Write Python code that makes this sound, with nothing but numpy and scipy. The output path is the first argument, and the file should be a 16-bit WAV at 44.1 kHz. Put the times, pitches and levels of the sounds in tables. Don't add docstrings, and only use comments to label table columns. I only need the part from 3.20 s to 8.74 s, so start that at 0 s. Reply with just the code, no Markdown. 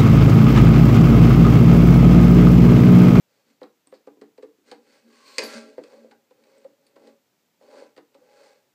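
import sys
import numpy as np
from scipy import signal
from scipy.fft import rfft, irfft
from scipy.io import wavfile

SR = 44100
rng = np.random.default_rng(int(sys.argv[2]) if len(sys.argv) > 2 else 0)


def persist_wave(psi):
    counts = np.round(np.clip(psi, -1, 1) * 32767).astype(np.int16)
    wavfile.write(sys.argv[1], SR, np.atleast_2d(counts).T)


N = 244487
TIME = np.arange(N) / SR

# (time [s], level [dB], pitch [Hz], swell [s], relative skin noise [dB], nail tick before trim [dB])
TAPS = [(0.4161, -34.5, 516, 0.0047, -11, -55.5), (0.433, -45, 320, 0.0058, 4, -63),
        (0.671, -52, 312, 0.0027, -8.5, -70), (0.7246, -41.5, 528, 0.0073, -7, -58),
        (0.8732, -35.5, 498, 0.0035, -13, -55), (0.971, -50, 343, 0.0029, -16, -80),
        (1.0179, -36, 450, 0.003, -11.5, -48), (1.1822, -39.5, 474, 0.0031, -11.5, -53),
        (1.2297, -34, 479, 0.0039, -16, -48), (1.239, -42, 466, 0.0078, -15, -56),
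        (1.384, -55.5, 333, 0.0025, -16, -80), (1.5183, -41.5, 477.5, 0.009, 1, -36),
        (2.185, -28.5, 478, 0.0047, -9, -60), (2.226, -42, 496, 0.02, 6, -60),
        (2.5807, -25.5, 511, 0.0025, -18.5, -57), (2.5885, -31, 454, 0.0026, -24, -67),
        (2.732, -44.5, 502, 0.0071, -11, -72), (2.845, -40.5, 527, 0.0028, -22.5, -77),
        (2.915, -54.5, 794, 0.0072, 0.5, -56), (3.11, -55, 497, 0.005, -3, -59),
        (3.4474, -35, 548, .0078, -20, -56), (3.763, -48.5, 408, 0.0026, -2, -55),
        (4.411, -49, 564, 0.0032, -13, -66), (4.620, -40, 516, .005, -13, -70.5),
        (4.7688, -48, 536, 0.0031, -5.5, -50), (4.780, -41.5, 483, 0.0036, -6, -48),
        (4.949, -50, 555, 0.0076, -8.5, -51.5)]


def from_db(db):
    return 10 ** (np.asarray(db) / 20)


def response(colour, peaks=(), size=8192):
    hz = np.maximum(np.fft.rfftfreq(size, 1 / SR), 1)
    colour_hz, colour_db = np.transpose(colour)
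    db = np.interp(np.log(hz), np.log(colour_hz), colour_db)
    for centre, width, boost in peaks:
        db = db + boost / (1 + (2 * (hz - centre) / width) ** 2)
    cepstrum = irfft(np.log(from_db(db)))[:size // 2]
    cepstrum[1:] *= 2
    impulse = irfft(np.exp(rfft(cepstrum, size)))[:size // 2]
    return impulse / np.linalg.norm(impulse)


def through(x, impulse):
    return signal.fftconvolve(x, impulse)[:len(x)]


def band(x, edges_hz, kind, order=2):
    return signal.sosfilt(signal.butter(order, edges_hz, kind, fs=SR, output="sos"), x)


def rms_one(x):
    return x / np.sqrt(np.mean(x ** 2) + 1e-20)


def add(track, s, sound):
    start = round(s * SR)
    track[start:start + len(sound)] += sound[:N - start]


def burst(t60):
    t = TIME[:SR // 2]
    return rng.standard_normal(len(t)) * from_db(-60 * t / t60)


def room_tone(level_db):
    # (frequency [Hz], level [dB])
    colour = [(15, -40), (25, -20), (37, -28.5), (91, -10), (129, -0.5), (245, 2), (989, -5.5),
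              (1070, -10.5), (1190, -7), (1690, -9.5), (2040, -8.5), (4220, -11.5), (8030, -13),
              (8710, -21), (15300, -13.5)]
    return from_db(level_db) * through(rng.standard_normal(N), response(colour))


def rubbing(slips_per_s, slip_spread_db, smooth_share, grip_width_hz, grip_boost_db, band_trims_db):
    # (firmest moment [s], swell [s], fade [s],
    # low drag [dB], hollow body [dB], friction hiss [dB], grip resonance [Hz])
    strokes = [(0.14, 0.058, 0.15, -90, -72, -71.5, 480), (0.295, 0.046, 0.063, -67, -74, -69, 293),
               (1.486, 0.025, 0.053, -61.5, -60.5, -59.5, 2430), (1.59, 0.034, 0.11, -63, -70, -87, 505),
               (1.74, 0.1, 0.096, -65.5, -65, -61.5, 808), (1.88, 0.037, 0.094, -53.5, -80, -81, 232),
               (1.97, 0.089, 0.11, -70, -65, -59.5, 1040), (2.11, 0.13, 0.26, -66, -60.5, -59, 1070),
               (2.345, 0.1, 0.071, -54, -45, -41.5, 1366), (2.47, 0.1, 0.086, -54.5, -55, -59.5, 418),
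               (2.71, 0.17, 0.16, -65, -52.5, -63, 558), (2.851, 0.14, 0.11, -60, -61, -78.5, 450),
               (3.35, 0.18, 0.15, -63, -57.5, -68, 540), (3.66, 0.084, .1, -72, -66.5, -77.5, 542),
               (3.87, 0.091, 0.066, -54, -49, -65, 555), (4.425, 0.012, 0.2, -66.5, -55, -67.5, 590),
               (4.585, 0.096, 0.089, -60, -46, -57.5, 1000), (4.999, 0.072, 0.21, -73.5, -61.5, -84, 500),
               (5.25, 0.17, 0.12, -82, -53.5, -60, 835)]
    # (frequency [Hz], level [dB])
    colour = [(40, -62.5), (180, -26.5), (230, -7.5), (340, -9), (520, -3), (600, -7.5), (670, -17.5),
              (1000, -13), (1300, -23), (2000, -20), (3400, -25), (4400, -23.5), (8700, -28.5),
              (12000, -49)]
    # (centre [Hz], width [Hz], boost [dB])
    case_peaks = [(231, 28, 10), (281, 26, 9), (425, 30, 10), (447, 6.6, 2), (507.4, 16, 8.5),
                  (550.6, 20, 8), (602, 110, 10), (767, 36, 8), (825.5, 32, 13), (1145, 13, 12),
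                  (1360, 31, 11.5), (1530, 83, 9), (1638, 37, 10.5), (1960, 41, 3.5), (2046, 50, 7),
                  (2226, 45, 7), (2540, 70, 9.5), (4440, 760, 7)]
    edge_db, roundness = -10.5, 1.56
    out, t = np.zeros(N), TIME[:SR]
    for s, swell, fade, *levels, grip_hz in strokes:
        slips = (rng.random(SR) < slips_per_s / SR) * rng.choice([-1, 1], SR)
        slip_sizes = from_db(slip_spread_db * np.minimum(rng.exponential(1, SR), 4))
        slips = rms_one(slips * slip_sizes)
        waver_db = 0.5 * rms_one(band(rng.standard_normal(SR), 45, "low"))
        friction = from_db(waver_db) * (slips + smooth_share * rng.standard_normal(SR))
        cavity = response(colour, case_peaks + [(grip_hz, grip_width_hz, grip_boost_db)])
        rub = through(friction, cavity)
        drag = band(rub, 350, "low", order=4)
        body = band(rub, [350, 1300], "band", order=3)
        hiss = band(rub, 1300, "high", order=4)
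        start = max(s - 0.5, 0)
        from_peak = start + t - s
        pressure = from_db(edge_db * np.maximum(-from_peak / swell, from_peak / fade) ** roundness)
        for part, level, trim in zip((drag, body, hiss), levels, band_trims_db):
            add(out, start, pressure * from_db(level + trim) * rms_one(part))
    return out


def shell_ticks(trim_db, width_share):
    # (time [s], level before trim [dB], pitch [Hz], t60 [s], resonance boost [dB])
    ticks = [(0.4308, -41, 4140, 0.02, 16), (0.671, -42, 8500, 0.012, 25), (0.738, -53, 4900, 0.17, 6),
             (2.6368, -39.5, 2380, 0.027, 8), (2.9112, -47, 1520, 0.078, 20.5),
             (3.2375, -52.5, 4100, 0.027, 0), (3.38, -55, 8000, 0.03, 16),
             (3.665, -59.5, 4640, 0.069, 18.5), (3.666, -54, 10200, .033, 27), (3.872, -47.5, 2880, .03, 1)]
    colour = [(60, -15.5), (300, -9.5), (1000, -2.5), (2200, 3), (3200, -3), (4500, 5), (6000, -9.5),
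              (8700, -6), (10200, -28), (15000, -36.5)]
    lone_swell_s, nail_swell_s = 0.001, 0.0023
    nail_lead_s, nail_hz, nail_t60, nail_boost_db = 0.0056, 1900, 0.042, 4
    lone = [(*tick, lone_swell_s) for tick in ticks]
    nails = [(s - nail_lead_s, db, nail_hz, nail_t60, nail_boost_db, nail_swell_s) for s, *_, db in TAPS]
    out, t = np.zeros(N), TIME[:SR // 2]
    for s, db, hz, t60, boost_db, swell in lone + nails:
        envelope = np.minimum(t / swell, 1) * from_db(-60 * np.maximum(t - swell, 0) / t60)
        crackle = envelope * rng.standard_normal(len(t))
        spot = response(colour, [(hz, width_share * hz, boost_db)])
        add(out, s, from_db(db + trim_db) * through(crackle, spot))
    return band(out, 150, "high")


def bedroom(x, t60, first_wall_s):
    # (frequency [Hz], level [dB])
    colour = [(100, -8.5), (200, 5), (300, 7), (370, 2.5), (450, 2), (560, -4.5), (800, 2), (2000, -2.5),
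              (5000, -6), (8500, -7.5), (12000, -5.5)]
    reflections = burst(t60) * (TIME[:SR // 2] > first_wall_s)
    tail = through(reflections, response(colour))
    return through(x, tail / np.linalg.norm(tail))


def fingertip_thumps(skin_t60, skin_trim_db):
    # (frequency [Hz], level [dB])
    skin_colour = [(60, -38), (130, -19.5), (220, -4), (310, 3.5), (380, 0.5), (520, 3.5), (680, -9.5),
                   (800, 1), (880, -10.5), (960, -4), (1250, -12), (1900, -15), (3000, -24.5),
                   (12000, -46.5)]
    settle_delay_s, settle_db, settle_ratio = 0.01278, -16.5, 0.62
    out, t = np.zeros(N), TIME[:SR // 2]
    skin = response(skin_colour)

    def cavity(hz, swell):
        return (t / swell * np.exp(1 - t / swell)) ** 2 * np.sin(2 * np.pi * hz * t)

    for s, db, hz, swell, skin_db, _ in TAPS:
        scuff = from_db(skin_db + skin_trim_db) * through(burst(skin_t60), skin)
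        add(out, s, from_db(db) * (cavity(hz, swell) + scuff))
        add(out, s + settle_delay_s, from_db(db + settle_db) * cavity(settle_ratio * hz, swell=0.004))
    return band(out, 120, "high", order=4)


def slide(start_s, firm_s, end_s, squeak_hz, sag_hz_per_s, ragged_hz):
    pitch = squeak_hz - sag_hz_per_s * np.clip(TIME - start_s, 0, 1)
    phase = 2 * np.pi * np.cumsum(pitch) / SR
    flutter = band(rng.standard_normal((2, N)), ragged_hz, "low")
    squeak = rms_one(flutter[0] * np.cos(phase) + flutter[1] * np.sin(phase))
    colour = [(60, -47), (500, -2), (1300, -20), (2300, 3), (3400, -5), (4400, -0.5), (6500, -7.5),
              (8000, -2.5), (10200, -24.5), (15000, -15)]
    rasp = through(rng.standard_normal(N), response(colour, peaks=[(4270, 510, 12)]))
    squeak_db = np.interp(TIME, [start_s, firm_s], [-66.5, -61])
    rasp_db = np.interp(TIME, [start_s, firm_s], [-95, -53])
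    touching = np.clip(np.minimum(TIME - start_s, end_s - TIME) / 0.0046, 0, 1)
    return touching * (from_db(squeak_db) * squeak + from_db(rasp_db) * rasp)


def knock():
    # (time [s], level [dB], t60 [s], relative top hiss [dB])
    contacts = [(2.1825, -18, 0.022, -19), (2.1878, -27.5, 0.039, -22), (2.1921, -25, 0.021, -23.5),
                (2.2135, -34, 0.02, -25.5), (2.2204, -34, 0.087, -25.5), (2.235, -37.5, 0.22, -2)]
    # (frequency [Hz], level [dB])
    colour = [(60, -45.5), (125, -8.5), (250, -12.5), (480, 3), (720, -6.5), (950, -3), (1270, -11.5),
              (1900, 1), (3200, -8), (4700, 1), (5600, -8), (7000, -7), (10300, -29.5), (15000, -37.5)]
    # (centre [Hz], width [Hz], boost [dB])
    peaks = [(1980, 150, 1), (2728, 34, 2), (4550, 80, -3.5), (4630, 97, 11), (4880, 140, -1),
             (6435, 500, 2)]
    out, shell = np.zeros(N), response(colour, peaks)
    for s, db, t60, hiss_db in contacts:
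        hiss = band(burst(t60), [9000, 13500], "band")
        clack = through(burst(t60), shell)
        add(out, s, from_db(db) * (clack + from_db(hiss_db) * hiss))
    return out


def shell_crack(s, rise_s):
    # (frequency [Hz], level [dB], t60 [s])
    modes = [(1110, -33, 0.028), (2084, -27, .06), (2487, -29, 0.11), (4050, -26.5, 0.011),
             (4550, -15, .018), (5030, -23, .022), (5580, -19.5, .008), (6816, -18, 0.0056),
             (7800, -12.5, 0.0019), (8380, -21, 0.015), (9080, -20.5, 0.0084)]
    out, t = np.zeros(N), TIME[:SR // 4]
    for k, (hz, db, t60) in enumerate(modes):
        envelope = np.minimum(t / rise_s, 1) * from_db(db - 60 * t / t60)
        add(out, s, (-1) ** k * envelope * np.sin(2 * np.pi * hz * t))
    return out


def jolt(s, db, hz, decay_s):
    t = np.maximum(TIME - s, 0)
    return from_db(db) * np.sin(2 * np.pi * hz * t) * np.exp(-t / decay_s)


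def hollow_ring(unevenness_db):
    # (time [s], level [dB], extra on the deepest modes [dB], swell [s])
    blows = [(2.184, -39.5, -11.5, 0.0027), (2.227, -46, -0.5, 0.0039), (2.347, -44.5, 5.5, 0.0094),
             (2.791, -63.5, 15, 0.049)]
    # (frequency [Hz], relative level [dB], t60 [s])
    modes = [(160.8, -14, 0.16), (228.8, 5.5, 0.39), (315, -18.5, 0.44), (416, -4.5, .25), (433, -7.5, 1.4),
             (440, -7.5, 0.21), (506, -7.5, 0.12), (559, 0.5, 0.45), (626, -5, 0.75), (770, -12, .7),
             (819, -11.5, .5), (1166, -11.5, .4), (1353, -11.5, 0.19), (1570, -11, 0.33), (1596, -4, 0.41),
             (2110, -4, 0.21), (2320, -19.5, .4), (2220, -18.5, .4), (2590, -10, 0.32), (4000, -15.5, .4),
             (4420, -12.5, .35), (4770, -10, .25), (4760, -14, .25), (5050, -9, .25), (4870, -14.5, 0.18)]
    out, t = np.zeros(N), TIME[:SR]
    hz, mode_db, t60 = np.transpose(modes)[:, :, None]
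    for s, db, deep_db, swell in blows:
        scatter_db = unevenness_db * rng.standard_normal(hz.shape)
        strength = from_db(db + mode_db + deep_db * (hz < 260) + scatter_db)
        phase = 2 * np.pi * rng.random(hz.shape)
        partials = strength * from_db(-60 * t / t60) * np.sin(2 * np.pi * hz * t + phase)
        add(out, s, partials.sum(axis=0) * (1 - np.exp(-t / swell)))
    return band(out, 130, "high", order=4)


def scene():
    hard = shell_crack(2.1827, rise_s=0.0011) + knock() + shell_ticks(trim_db=-6.5, width_share=0.24)
    hard += from_db(-7) * bedroom(hard, t60=0.22, first_wall_s=0.0033)
    soft = fingertip_thumps(skin_t60=0.055, skin_trim_db=4)
    soft += from_db(-7.5) * bedroom(soft, t60=0.22, first_wall_s=0.0046)
    rub = rubbing(slips_per_s=900, slip_spread_db=1.5, smooth_share=0.88,
                  grip_width_hz=36, grip_boost_db=6.5, band_trims_db=(-1, -1.32, -0.76))
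    rub += slide(start_s=1.9, firm_s=2.077, end_s=2.185, squeak_hz=1118, sag_hz_per_s=240, ragged_hz=48)
    bed = room_tone(level_db=-70.5)
    ring = hollow_ring(unevenness_db=1)
    wobble = jolt(2.183, db=-68, hz=30, decay_s=0.02)
    return (hard + soft + rub + bed + ring + wobble)[None]


def record(dry):
    cutoff_hz = 15400
    return signal.sosfilt(signal.ellip(12, 0.1, 80, cutoff_hz, fs=SR, output="sos"), dry)


dry = scene()
out = record(dry)
persist_wave(out)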